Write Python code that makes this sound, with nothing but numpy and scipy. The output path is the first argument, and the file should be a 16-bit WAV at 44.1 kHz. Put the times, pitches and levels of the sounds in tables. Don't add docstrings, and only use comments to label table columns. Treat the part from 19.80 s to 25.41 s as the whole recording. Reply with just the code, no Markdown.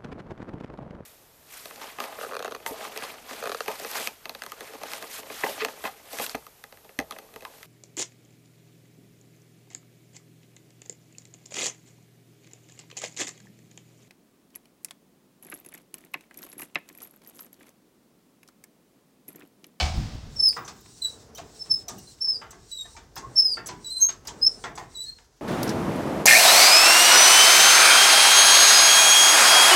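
import sys
import numpy as np
from scipy import signal
from scipy.fft import rfft, irfft
from scipy.io import wavfile
from scipy.ndimage import uniform_filter1d

SR = 44100
rng = np.random.default_rng(int(sys.argv[2]) if len(sys.argv) > 2 else 0)


def dump_mix(stems):
    frames = np.atleast_2d(stems).T
    limited = np.clip(frames, -1, 1)
    pcm = np.round(limited * 32767).astype(np.int16)
    wavfile.write(sys.argv[1], SR, pcm)


def voltage_ratio(level):
    return 10 ** (np.asarray(level, float) / 20)


N = 247401
T = np.arange(N) / SR
# [f/Hz, level/dB]
LOW = [(13, -38), (22, -20.5), (59, 7), (103, 3.5), (146, 0.5), (249, -17.5), (300, -6.5), (390, -47.5),
       (660, -120)]


def squeals():
    # [f/Hz, level/dB, t60/s]
    frame_modes = [(3778, -3, .25), (3915, -9, 0.18), (4190, -4.5, 0.27), (4230, -6, 0.3), (4580, 1, 0.23),
                   (4680, -2.5, 0.16), (4880, -1, 0.16), (5070, 0, 0.23), (5130, -4.5, 0.21),
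                   (5275, -5, 0.12), (5430, 0.5, 0.22), (6140, -7, .3), (6350, -11, 0.31),
                   (10300, 1.5, 0.14)]
    dry_tones = pivot_tones() + groans()
    t = np.arange(SR // 3) / SR
    frame = np.zeros(len(t))
    for hz, db, t60 in frame_modes:
        pair = np.cos(2 * np.pi * hz * t) + voltage_ratio(-9) * np.cos(2 * np.pi * 1.006 * hz * t)
        frame += voltage_ratio(db - 60 * t / t60) * pair * 2 * np.log(1000) / (t60 * SR)
    scatter = burst([[(6600, -3.5), (9000, -7.5)]], t, 0.16, 0.00299)
    scatter /= np.linalg.norm(scatter)
    steel_response = voltage_ratio(1.0) * frame + voltage_ratio(-7.0) * scatter
    return voltage_ratio(-1.0) * dry_tones + signal.fftconvolve(dry_tones, steel_response)[:N]


def pivot_tones():
    # [t/s, f/Hz]
    push_curves = [
        [(.554, 5330), (.57, 5514), (.586, 5250), (.61, 5282), (.648, 5276), (.682, 5082), (.69, 4887),
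         (.703, 4490)],
        [(1.79, 5307), (1.865, 5254)],
        [(1.894, 5293), (1.934, 5275), (1.942, 5205), (1.975, 5222)],
        [(2.402, 5280), (2.42, 5310), (2.426, 5420), (2.439, 5420), (2.445, 5270), (2.47, 5186), (2.493, 5275),
         (2.517, 5170), (2.574, 4715)],
        [(3.552, 5250), (3.567, 5290), (3.573, 5440), (3.582, 5413), (3.586, 5250), (3.645, 5170), (3.7, 4904),
         (3.723, 4880), (3.752, 4420)],
        [(4.612, 4950), (4.628, 5105), (4.65, 5160), (4.668, 5316), (4.7, 5310)],
    ]
    # [t/s, f/Hz]
    pull_curves = [
        [(1.213, 4050), (1.24, 4000), (1.252, 3905), (1.264, 3943), (1.3, 3894)],
        [(2.271, 4100), (2.302, 4130)],
        [(2.909, 4100), (2.922, 3910), (2.934, 3950), (2.946, 3916), (2.966, 3840), (2.98, 4010), (2.985, 3807),
         (3.03, 3763), (3.11, 3863)],
        [(4.041, 3940), (4.051, 3968), (4.085, 3900), (4.103, 3890), (4.112, 4170), (4.125, 4075), (4.2, 4075),
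         (4.275, 4065)],
        [(4.198, 6280), (4.212, 6425), (4.238, 6372), (4.25, 6585), (4.262, 6470), (4.285, 6470)],
        [(5.141, 4090), (5.155, 3980), (5.177, 3875), (5.213, 3976), (5.26, 3915)],
        [(5.252, 4140), (5.265, 4236), (5.3, 4200), (5.33, 4240), (5.39, 4230)],
    ]
    # [t/s, level/dB, rise/s, fall/s], rise and fall over 20 dB
    grips = [(.566, -38, 0.012, 0.13), (0.604, -14.5, 0.015, 0.032), (0.64, -13, 0.04, 0.11),
             (0.655, -12.5, 0.05, 0.06), (0.686, -15.5, 0.03, 0.019), (1.224, -26, 0.006, 0.034),
             (1.248, -22.5, 0.012, 0.02), (1.265, -22.5, 0.04, 0.014), (1.295, -43, .02, 0.024),
             (1.824, -29, 0.033, 0.019), (1.915, -13, 0.013, 0.055), (1.931, -16, 0.024, 0.02),
             (1.958, -23, .03, 0.024), (2.278, -51.5, 0.056, 0.05), (2.416, -25.5, 0.012, 0.11),
             (2.432, -24.5, .03, 0.012), (2.449, -21, 0.015, 0.029), (2.488, -18.5, 0.017, 0.061),
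             (2.565, -31.5, 0.2, 0.065), (2.924, -33, 0.013, 0.051), (2.968, -37.5, .03, 0.034),
             (2.988, -33, 0.008, 0.023), (3.013, -38.5, 0.022, 0.032), (3.05, -49, 0.039, 0.027),
             (3.568, -19, .015, 0.033), (3.581, -12, 0.014, 0.056), (3.597, -10.5, 0.028, 0.038),
             (3.622, -18, .03, 0.012), (3.658, -18, 0.041, 0.06), (3.73, -28, 0.24, 0.27),
             (4.05, -37, 0.021, 0.23), (4.115, -31.5, .02, 0.066), (4.168, -27.5, 0.022, 0.056),
             (4.197, -39, .03, 0.086), (4.213, -20, .007, .03), (4.227, -10.5, 0.02, 0.016),
             (4.251, -24, .02, 0.014), (4.27, -14.5, 0.011, 0.011), (4.63, -15.5, 0.013, 0.024),
             (4.653, -16, 0.023, 0.023), (4.669, -7.5, 0.009, 0.012), (5.154, -36.5, 0.0075, 0.049),
             (5.19, -36, 0.048, 0.025), (5.214, -31, 0.043, 0.082), (5.269, -40, .02, .04),
             (5.3, -33.5, .035, 0.032), (5.36, -56, .04, 0.03)]
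    # [f/Hz, second/dB, third/dB, growth/dB per dB of bite]
    overtones = [(3996, -11, -27.5, -0.22), (4130, -14.5, -30, 0.1), (4865, -7, -20, 1.5),
                 (5080, -29.5, -30, 0.5), (5420, -29, -48.5, -0.27), (5420, -34, -42, -0.5),
                 (6400, -22.5, -64, -0.5)]
    smooth_s = .006
    out = np.zeros(N)
    curves = sorted(push_curves + pull_curves)
    starts = [curve[0][0] for curve in curves]
    owner = np.searchsorted(starts, [grip[0] for grip in grips]) - 1
    for k, curve in enumerate(curves):
        t = np.arange(starts[k], curve[-1][0], 1 / SR)
        hz = uniform_filter1d(column(curve, index=1, t=t), size=round(smooth_s * SR / 2))
        db = uniform_filter1d(swells(np.array(grips)[owner == k], t), size=round(smooth_s * SR))
        upper_db = db + column(overtones, index=3, t=hz) * (db + 19)
        second_db = upper_db + column(overtones, index=1, t=hz)
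        third_db = upper_db + column(overtones, index=2, t=hz)
        partials_db = [db, second_db, third_db, third_db - 6.5]
        if hz[0] < 4500:
            tone = slip(hz, partials_db, flutter_db=2.2, wobbles=.002)
        else:
            tone = slip(hz, partials_db)
        add(out, starts[k], tone)
    return out


def groans():
    # [t/s, length/s, f/Hz, level/dB]
    groan_events = [
        (3.045, 0.029, 1790, -59),
        (3.427, 0.035, 1066, -43),
        (4.187, 0.086, 1065, -60),
        (4.193, 0.046, 1572, -60.5),
        (5.247, 0.075, 1760, -71),
    ]
    out = np.zeros(N)
    for start, length, hz, db in groan_events:
        u = np.arange(0, 1, 1 / (length * SR))
        level_db = db + abs(2 * u ** 0.51 - 1)
        add(out, start, slip(hz + 0 * u, [level_db], flutter_db=2.5, wobbles=.012))
    return out


def slip(hz, partials_db, flutter_db=.4, wobbles=.0005):
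    wobble = wander(SR // 4, 200)[:len(hz)]
    flutter = wander(SR // 4, 200)[:len(hz)]
    turns = 2 * np.pi * np.cumsum(hz * (1 + wobbles * wobble)) / SR
    tone = np.zeros(len(hz))
    for k, db in enumerate(partials_db):
        partial_flutter_db = flutter_db + 2.6 * min(k, 1)
        tone += voltage_ratio(db + partial_flutter_db * flutter) * np.sin((k + 1) * turns)
    return np.sqrt(2) * tone * signal.windows.tukey(len(hz), .1)


def oil():
    # [f/Hz, level/dB]
    jet = [(1500, -29), (3200, -10.5), (4600, -1.5), (5200, -1.5), (5900, -4.5), (6700, -3), (7400, -6),
           (8200, -4.5), (8800, -6.5), (9500, -5.5), (10400, -23.5), (12800, -39.5), (14000, -17),
           (16000, -22)]
    # [f/Hz, half width/Hz, level/dB]
    hose_peaks = [(3500, 130, -1.5), (5900, 150, 10.5), (7400, 320, 3.5), (8500, 350, 8)]
    # [f/Hz, level/dB]
    spray = [(8500, -18), (10500, -2), (12500, -23.5), (14000, -8)]
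    rate, clean, flow_db = lever()
    clean = np.clip(clean, 0, 1)
    colour_wander, patches = wander(N, 1500), wander(N, 1500)
    turns = 2 * np.pi * np.cumsum(rate) / SR
    pulses = sum(np.cos(k * turns + 0.015 * k * k) for k in range(5, 48))
    drive = clean * evened(pulses) + np.sqrt(1 - clean ** 2) * rng.standard_normal(N)
    hz, colour_db = steel(2.2, 140).T
    colour_db = colour_db + read(jet, hz)
    for peak_hz, width_hz, db in hose_peaks:
        colour_db += db * np.exp(-((hz - peak_hz) / width_hz) ** 2)
    stretch = (rate / 325) ** 0.27 * (1 + .015 * colour_wander)
    hose = coloured(drive, np.transpose([hz, colour_db]), stretch)
    spray_db = np.where(T < 2.42, -12, -22)
    hose += voltage_ratio(spray_db) * lumpy(spray, 1.5, size=600)
    return voltage_ratio(flow_db + 2.4 * patches + 9.5) * hose * np.clip((T - .4) / 0.1, 0, 1)


def lever():
    # [t/s, length/s, top chatter rate/Hz, clean share 0-1, oil flow/dB]
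    pushes = [
        (.49, .28, 318, .72, -64),
        (1.62, .405, 280, .55, -65.5),
        (2.31, .3, 313, .78, -71),
        (3.41, .36, 320, .82, -66),
        (4.51, .33, 328, .9, -64.5),
    ]
    # [t/s, length/s, top chatter rate/Hz, clean share 0-1, oil flow/dB]
    pulls = [
        (.78, .22, 260, .1, -71),
        (2.13, .225, 325, .4, -60),
        (2.75, .46, 329, .76, -64),
        (3.92, .44, 331, .7, -63),
        (5.01, .42, 335, .66, -67),
        (.96, .505, 305, .62, -61.5),
    ]
    rest_hz, rest_clean = 184.4, .08
    start, length, top_hz, top_clean, db = np.transpose(pushes + pulls)[:, :, None]
    u = np.clip((T - start) / length, 0, 1)
    after = np.maximum(T - start - length, 0)
    push = np.sin(np.pi / 2 * np.minimum(u / .55, 1)) * np.clip(1 - after / .06, 0, 1)
    pull = abs(np.sin(np.pi * u ** 1.25)) ** .55
    pushing = np.arange(len(u))[:, None] < len(pushes)
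    speed = np.where(pushing, push, pull)
    rate = rest_hz + (top_hz - rest_hz) * speed
    clean = rest_clean + (top_clean - rest_clean) * speed ** 2
    drain_db = 400 * np.maximum(start - T, after)
    flow_db = db - 9.5 * (1 - speed) - drain_db
    return rate.max(0), clean.max(0), flow_db.max(0)


def whistle():
    # [t/s at the top, f/Hz, level/dB]
    arches = [
        (0.795, 15650, -59),
        (.95, 14750, -66),
    ]
    reach_s, sag_hz_per_s2, fade_db_per_s2 = 0.085, 260000, 898
    s, top_hz, db = np.transpose(arches)[:, :, None]
    jitter = evened(uniform_filter1d(rng.standard_normal(N), size=100))
    hz = (top_hz - sag_hz_per_s2 * (T - s) ** 2).max(0) + 60 * jitter
    heard = (T > s.min() - reach_s) & (T < s.max() + reach_s)
    broken_db = 5 * evened(uniform_filter1d(rng.standard_normal(N), size=300)) - 5
    level_db = broken_db + (db - fade_db_per_s2 * (T - s) ** 2).max(0)
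    return heard * np.sqrt(2) * voltage_ratio(level_db) * np.sin(2 * np.pi * np.cumsum(hz) / SR)


def linkage():
    return clanks() + plate_rings() + pin_ticks()


def clanks():
    # [t/s, body/dB, bright/dB above body, thump/dB above body]
    knocks = [(0.725, -52.5, -3, -8), (0.765, -25, -28, -13.5), (0.878, -35.5, -12, -5),
              (1.056, -53, -24, 6), (1.255, -47, -33, -11), (1.582, -35, -13.5, -6.5),
              (1.759, -64.5, -5, -2), (1.859, -45, -19, 5), (2.094, -36.5, -22, -1),
              (2.469, -44.5, -39, -10), (2.615, -32, -30, -16), (2.729, -41, -35, -4),
              (3.054, -45.5, -16, -16), (3.165, -39, -14, -11), (3.364, -31.5, -16.5, -7.5),
              (3.77, -29, -29, -11), (3.887, -30.5, -15, -6.5), (4.288, -34, -9.5, -11),
              (4.452, -42.5, -16, -16.5), (4.48, -36.5, -9.5, -4), (4.839, -24, -21, -13),
              (4.976, -29.5, -22, -13), (5.383, -48, -23, -26)]
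    # [f/Hz, level/dB, t60/s]
    deck = [(364.3, 4, 0.62), (474, 4, 0.32), (895, 5.5, 0.52), (1111, 7.5, 0.58), (1250, -9, 0.16),
            (1625, -26, 0.27), (1770, -0.5, 0.96), (2115, 1, 0.17)]
    # [f/Hz, level/dB]
    body_colour = [(150, -49), (250, -21.5), (355, -36.5), (642, -0.5), (1130, -1.5), (2050, -8.5),
                   (2460, -14), (3710, -17.5), (4500, -50.5), (5850, -57.5), (9900, -120)]
    # [f/Hz, level/dB]
    bright_colour = [(2060, -13), (3500, -12), (5270, -9), (7850, -14), (10000, -42), (13000, -64),
                     (22000, -120)]
    # [f/Hz, level/dB]
    thump_colour = [(50, -23.5), (110, 7.5), (250, 1), (400, 4.5), (700, -41.5)]
    out, t = np.zeros(N), np.arange(SR // 2) / SR
    for s, db, bright_db, thump_db in knocks:
        plate, pins = steel(4, 60), steel(3, 200)
        body = burst([body_colour, plate], t, 0.32, 0.0003)
        body += voltage_ratio(-12.5) * burst([body_colour, plate], t, 0.8, 0.0029)
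        body += voltage_ratio(1.0) * ring(deck, t, .4, 12) * (1 - np.exp(-t / 0.00027))
        body += voltage_ratio(thump_db + 9.0) * burst([thump_colour], t, 0.57, 0.05)
        bright = burst([bright_colour, pins], t, 0.18, 0.00033)
        add(out, s, voltage_ratio(db - 10.5) * (body + voltage_ratio(bright_db + 18.0) * bright))
    return out


def plate_rings():
    # [t/s, level/dB, f/Hz]
    plates = [(0.766, -22, 1240), (0.877, -34, 1190), (1.583, -30, 707), (2.1, -30, 760),
              (2.614, -31, 1350), (3.165, -41, 920), (3.364, -28.5, 880), (3.77, -28, 1860),
              (3.887, -31, 970), (4.288, -35, 1050), (4.48, -29.5, 950), (4.839, -24.5, 1890),
              (4.977, -26.5, 786)]
    out, t = np.zeros(N), np.arange(SR // 2) / SR
    for s, db, hz in plates:
        peak = [(hz / 1.9, -40), (hz, 0), (hz * 1.47, -40)]
        add(out, s, voltage_ratio(db - 14.0) * burst([peak], t, 0.27, 0.006))
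    return out


def pin_ticks():
    # [t/s, level/dB, ring f/Hz, top/dB above level, top ring f/Hz]
    tick_events = [(0.849, -32.5, 6140, -25, 11040), (0.8796, -32.5, 6020, -14, 11040),
                   (1.0067, -50, 6840, 0, 14230), (1.5494, -33.5, 5920, -6, 15000),
                   (1.574, -33.5, 3770, -9, 14230), (2.0824, -21, 5900, -14, 14230),
                   (2.183, -37, 6070, -4, 14230), (2.384, -64, 5000, -10, 11040),
                   (2.707, -33.5, 7700, -12, 14230), (3.3565, -35, 5100, -1.5, 14230),
                   (3.374, -26.5, 5160, -16, 14230), (3.86, -26.5, 7800, -26, 14230),
                   (3.8688, -26, 5900, -2, 11040), (4.4495, -48, 9500, -6, 14000),
                   (4.471, -32, 5510, -3, 14400), (4.4727, -23.5, 4840, -16, 9500),
                   (4.954, -33, 7870, -21, 14230), (4.977, -33.5, 3450, -19, 9450)]
    # [f/Hz, level/dB]
    tick_colour = [(1470, -12), (2500, -14.5), (2940, -12.5), (5410, -3), (6000, 5), (10000, -14.5),
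                   (13000, -67), (22000, -120)]
    # [f/Hz, level/dB]
    top_colour = [(8000, -24), (10000, -7.5), (12500, -11), (14500, -25), (16500, 5.5)]
    # [f/Hz, level/dB, t60/s]
    pin_modes = [(9500, -1.5, 0.06), (11040, -13, 0.049), (14230, -4, 0.06)]
    out, t = np.zeros(N), np.arange(SR // 2) / SR
    chatter = 1 / (1 + (t / 0.014) ** 6)
    for s, db, hz, top_db, top_hz in tick_events:
        pins = steel(3, 200)
        tick = burst([tick_colour, pins], t, 0.15, 0.0021) + voltage_ratio(5.5) * ring([(hz, 0, .05)], t, .06, 1.0)
        top = burst([top_colour, pins], t, .3, 0.0021)
        top += voltage_ratio(-4.5) * ring(pin_modes, t, 0.07, 8)
        top += voltage_ratio(-3.0) * ring([(top_hz, 0, .1)], t, .12, 2.4)
        add(out, s, voltage_ratio(db - 11.5) * (tick + voltage_ratio(top_db + 10.5) * chatter * top))
    return out


def taps():
    # [t/s, level/dB, centre f/Hz]
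    tap_events = [
        (.729, -38.5, 2500),
        (1.06, -42.5, 2500),
        (1.757, -56, 2500),
        (2.386, -48, 4500),
        (2.432, -54, 3000),
        (2.667, -48, 3700),
        (4.9768, -30, 3400),
        (5.386, -42, 3000),
    ]
    out, t = np.zeros(N), np.arange(SR // 20) / SR
    for s, db, hz in tap_events:
        hump = [(hz / 4, -25), (hz / 2, -3), (hz, 0), (hz * 1.73, -4), (hz * 3, -30)]
        add(out, s, voltage_ratio(db) * burst([hump], t, 0.015, 0.0011))
    return out


def clear_notes():
    # [t/s, level/dB, f/Hz, t60/s]
    note_events = [(0.02, -19, 74.6, 0.44), (.03, -40, 360, 0.078), (0.151, -36, 74, 0.26),
                   (0.154, -20, 103, .12), (.19, -30.5, 108.4, .5), (.34, -33, 69.4, 0.3),
                   (.767, -40, 1144, 0.096), (.767, -35, 1930, 0.11), (.77, -47, 365, .2),
                   (1.556, -47, 3100, 0.14), (1.556, -52, 11250, 0.066), (1.6, -49, 815, 0.1),
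                   (2.076, -41, 700, 0.15), (2.082, -57, 3025, 0.066), (2.09, -42, 1216, 0.19),
                   (2.103, -40, 917, .1), (2.115, -46.5, 241, 0.41), (2.155, -43.5, 197, 0.34),
                   (2.18, -53, 2850, .12), (3.052, -47, 700, 0.1), (3.15, -48, 905, 0.31),
                   (3.165, -49, 2340, 0.14), (3.36, -53, 890, 0.14), (3.375, -44, 1080, 0.17),
                   (3.46, -40.5, 123, 0.37), (3.52, -50, 444, 0.22), (3.772, -32, 1370, 0.11),
                   (3.772, -50, 895, 0.33), (3.772, -42, 1614, .19), (3.772, -44.5, 361, .28),
                   (3.89, -37.5, 988, 0.29), (4.84, -51, 890, 0.19), (4.84, -33.5, 1374, .16),
                   (4.84, -39, 1610, 0.17), (4.84, -40.5, 2110, .2), (4.84, -35, 3370, .06),
                   (4.845, -42.5, 368, 0.42), (4.978, -35, 865, .14), (4.978, -35, 1022, 0.11),
                   (4.978, -43.5, 684, .28), (4.978, -52, 1460, .3), (4.955, -54, 10800, .1)]
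    out, t = np.zeros(N), np.arange(SR // 3) / SR
    for s, db, hz, t60 in note_events:
        pair = np.sin(2 * np.pi * hz * t) + .4 * np.sin(2 * np.pi * 1.03 * hz * t)
        swell = 1 - np.exp(-t * hz / 2)
        add(out, s, voltage_ratio(db - 60 * t / t60) * pair * swell)
    return out


def slam():
    # [t/s, level/dB, rise/s, fall/s], rise and fall over 20 dB
    thumps = [
        (.03, -25.5, 0.043, 0.15),
        (.17, -24.5, 0.062, 0.21),
        (.35, -33.5, 0.11, 0.11),
        (.47, -39, 0.18, 0.32),
    ]
    # [t/s, level/dB, rise/s, fall/s]
    rattles = [
        (0, -31, .01, 0.19),
        (.16, -45, 0.62, 0.47),
    ]
    # [f/Hz, level/dB]
    rumble_colour = [(20, -8), (36, 2.5), (74, 3), (110, 0), (170, -6), (340, -18), (600, -53)]
    # [f/Hz, level/dB]
    rattle_colour = [(250, -37), (500, -5), (750, -0.5), (1400, -7.5), (2300, -8), (5200, -6.5),
                     (8000, -17), (11000, -34), (16000, -37)]
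    # [f/Hz, level/dB, t60/s]
    gate_modes = [(645, -16, 1), (700, -2, 0.58), (751, 2, 0.62), (850, -7, 0.27), (1080, -5.5, 0.2),
                  (2270, 1, 0.38), (2303, -10, 0.28), (2520, 4, 0.11), (3025, 6, 0.13), (3420, 0.5, 0.21),
                  (4050, 4.5, 0.11), (4290, 3, 0.13), (4580, 5.5, 0.1), (5250, 1, 0.092)]
    fade = np.clip((.8 - T) / 0.14, 0, 1)
    jolt_hz = 34 + 5 * lumpy(LOW, 0, size=99)
    jolts = 1 + 0.29 * np.maximum(np.cos(2 * np.pi * np.cumsum(jolt_hz) / SR), 0) ** 5
    rattle = voltage_ratio(swells(rattles, T) + 3.0) * lumpy(rattle_colour, 0.29, size=200) * jolts
    rumble = voltage_ratio(swells(thumps, T)) * lumpy(rumble_colour, 0.25, size=700)
    gate = voltage_ratio(-33.0) * ring(gate_modes, T, 0.71, 0.17) * voltage_ratio(3.35 * lumpy(LOW, 0, size=99))
    return (rattle + rumble) * fade + gate


def surroundings():
    # [t/s, creak/dB]
    load = [(.6, -52.5), (1.06, -71.5), (1.3, -56), (1.76, -57.5), (2.15, -59.5), (2.38, -64.5), (2.6, -58),
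            (2.86, -70), (3.3, -63.5), (3.5, -52), (3.9, -59), (4.15, -64.5), (4.4, -62), (4.55, -49.5),
            (4.95, -59.5), (5.2, -64), (5.44, -69.5)]
    # [f/Hz, level/dB]
    creak_colour = [(90, -21.5), (160, -4.5), (520, -3.5), (1100, -14), (1800, -18), (3000, -28.5),
                    (5000, -69.5)]
    # [t/s, level/dB]
    idle_levels = [
        (2.5, -88.5),
        (2.85, -63),
        (4.9, -60.5),
        (5.3, -63),
        (5.5, -71),
    ]
    # [f/Hz, level/dB]
    air_colour = [(200, -29.5), (500, -22.5), (950, -2.5), (2500, -8.5), (6000, -0.5), (9000, -11.5),
                  (16000, -18.5)]
    start, load_db = np.clip(T / 0.82, 0, 1), column(load, index=1)
    end_db = -6.5 * np.clip((T - 5.33) / 0.13, 0, 1)
    low_db = -58.5 + 0.35 * (load_db - load_db.mean()) + end_db
    low = voltage_ratio(low_db) * lumpy(LOW, 1.5, size=1500)
    beams = steel(2.2, 45)
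    creak = voltage_ratio(load_db + 1.5) * through(lumpy(creak_colour, 1.4, size=500), beams)
    idle = voltage_ratio(column(idle_levels, 1)) * np.sin(2 * np.pi * 44.0 * T) * (1 + .3 * np.sin(2 * np.pi * 7.6 * T))
    air = voltage_ratio(-65.0) * lumpy(air_colour, 1.4, size=900)
    return start * (low + creak) + np.sqrt(2) * idle + air


def evened(x):
    return x / np.sqrt(np.mean(x ** 2) + 1e-20)


def wander(length, size):
    return evened(uniform_filter1d(uniform_filter1d(rng.standard_normal(length), size), size))


def read(points, hz):
    f, value = np.transpose(points)
    return np.interp(np.log(hz + 1), np.log(f + 1), value)


def column(rows, index, t=T):
    rows = np.asarray(rows, float)
    return np.interp(t, rows[:, 0], rows[:, index])


def swells(rows, t):
    s, db, rise, fall = np.transpose(rows)[:, :, None]
    return (db - 20 * np.maximum((s - t) / abs(rise), (t - s) / abs(fall))).max(0)


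def add(mix, s, sound):
    part = mix[round(s * SR):][:len(sound)]
    part += sound[:len(part)]


def through(x, *spectra):
    hz = np.fft.rfftfreq(len(x), 1 / SR)
    gain_db = sum(read(points, hz) for points in spectra)
    return evened(irfft(rfft(x) * voltage_ratio(gain_db), len(x)))


def coloured(x, points, stretch):
    hz, t, z = signal.stft(x, SR, nperseg=512, noverlap=384)
    slide = np.interp(t, T, stretch)
    gain = voltage_ratio(read(points, hz[:, None] / slide))
    return evened(signal.istft(z * gain, SR, nperseg=512, noverlap=384)[1][:len(x)])


def lumpy(points, lumps_db, size):
    lumps = wander(N, size)
    return evened(through(rng.standard_normal(N), points) * voltage_ratio(lumps_db * lumps))


def burst(spectra, t, t60, rise):
    return through(rng.standard_normal(len(t)), *spectra) * voltage_ratio(-60 * t / t60) * (1 - np.exp(-t / rise))


def ring(modes, t, shorten, spread_db):
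    hz, db, t60 = np.transpose(modes)[:, :, None]
    luck = rng.random((2, len(modes), 1))
    level_db = db + spread_db * (luck[0] - 2.0) - 60 * t / np.minimum(t60, shorten)
    return (voltage_ratio(level_db) * np.sin(2 * np.pi * (hz * t + luck[1]))).sum(0)


def steel(depth_db, width_hz):
    hz = np.arange(width_hz, SR / 2, width_hz)
    return np.transpose([hz, depth_db * rng.standard_normal(len(hz))])


def scene():
    pump = squeals() + whistle() + oil()
    trailer = linkage() + taps() + clear_notes() + slam()
    return (pump + trailer + surroundings())[None]


def band_limit(x):
    return signal.sosfilt(signal.butter(12, 16730, fs=SR, output="sos"), x)


def record(dry):
    lowpass = signal.firwin(1201, 16000, window=("kaiser", 8), fs=SR)
    limited = signal.oaconvolve(dry, lowpass[None], "same")
    return band_limit(limited)


dry = scene()
out = record(dry)
dump_mix(out)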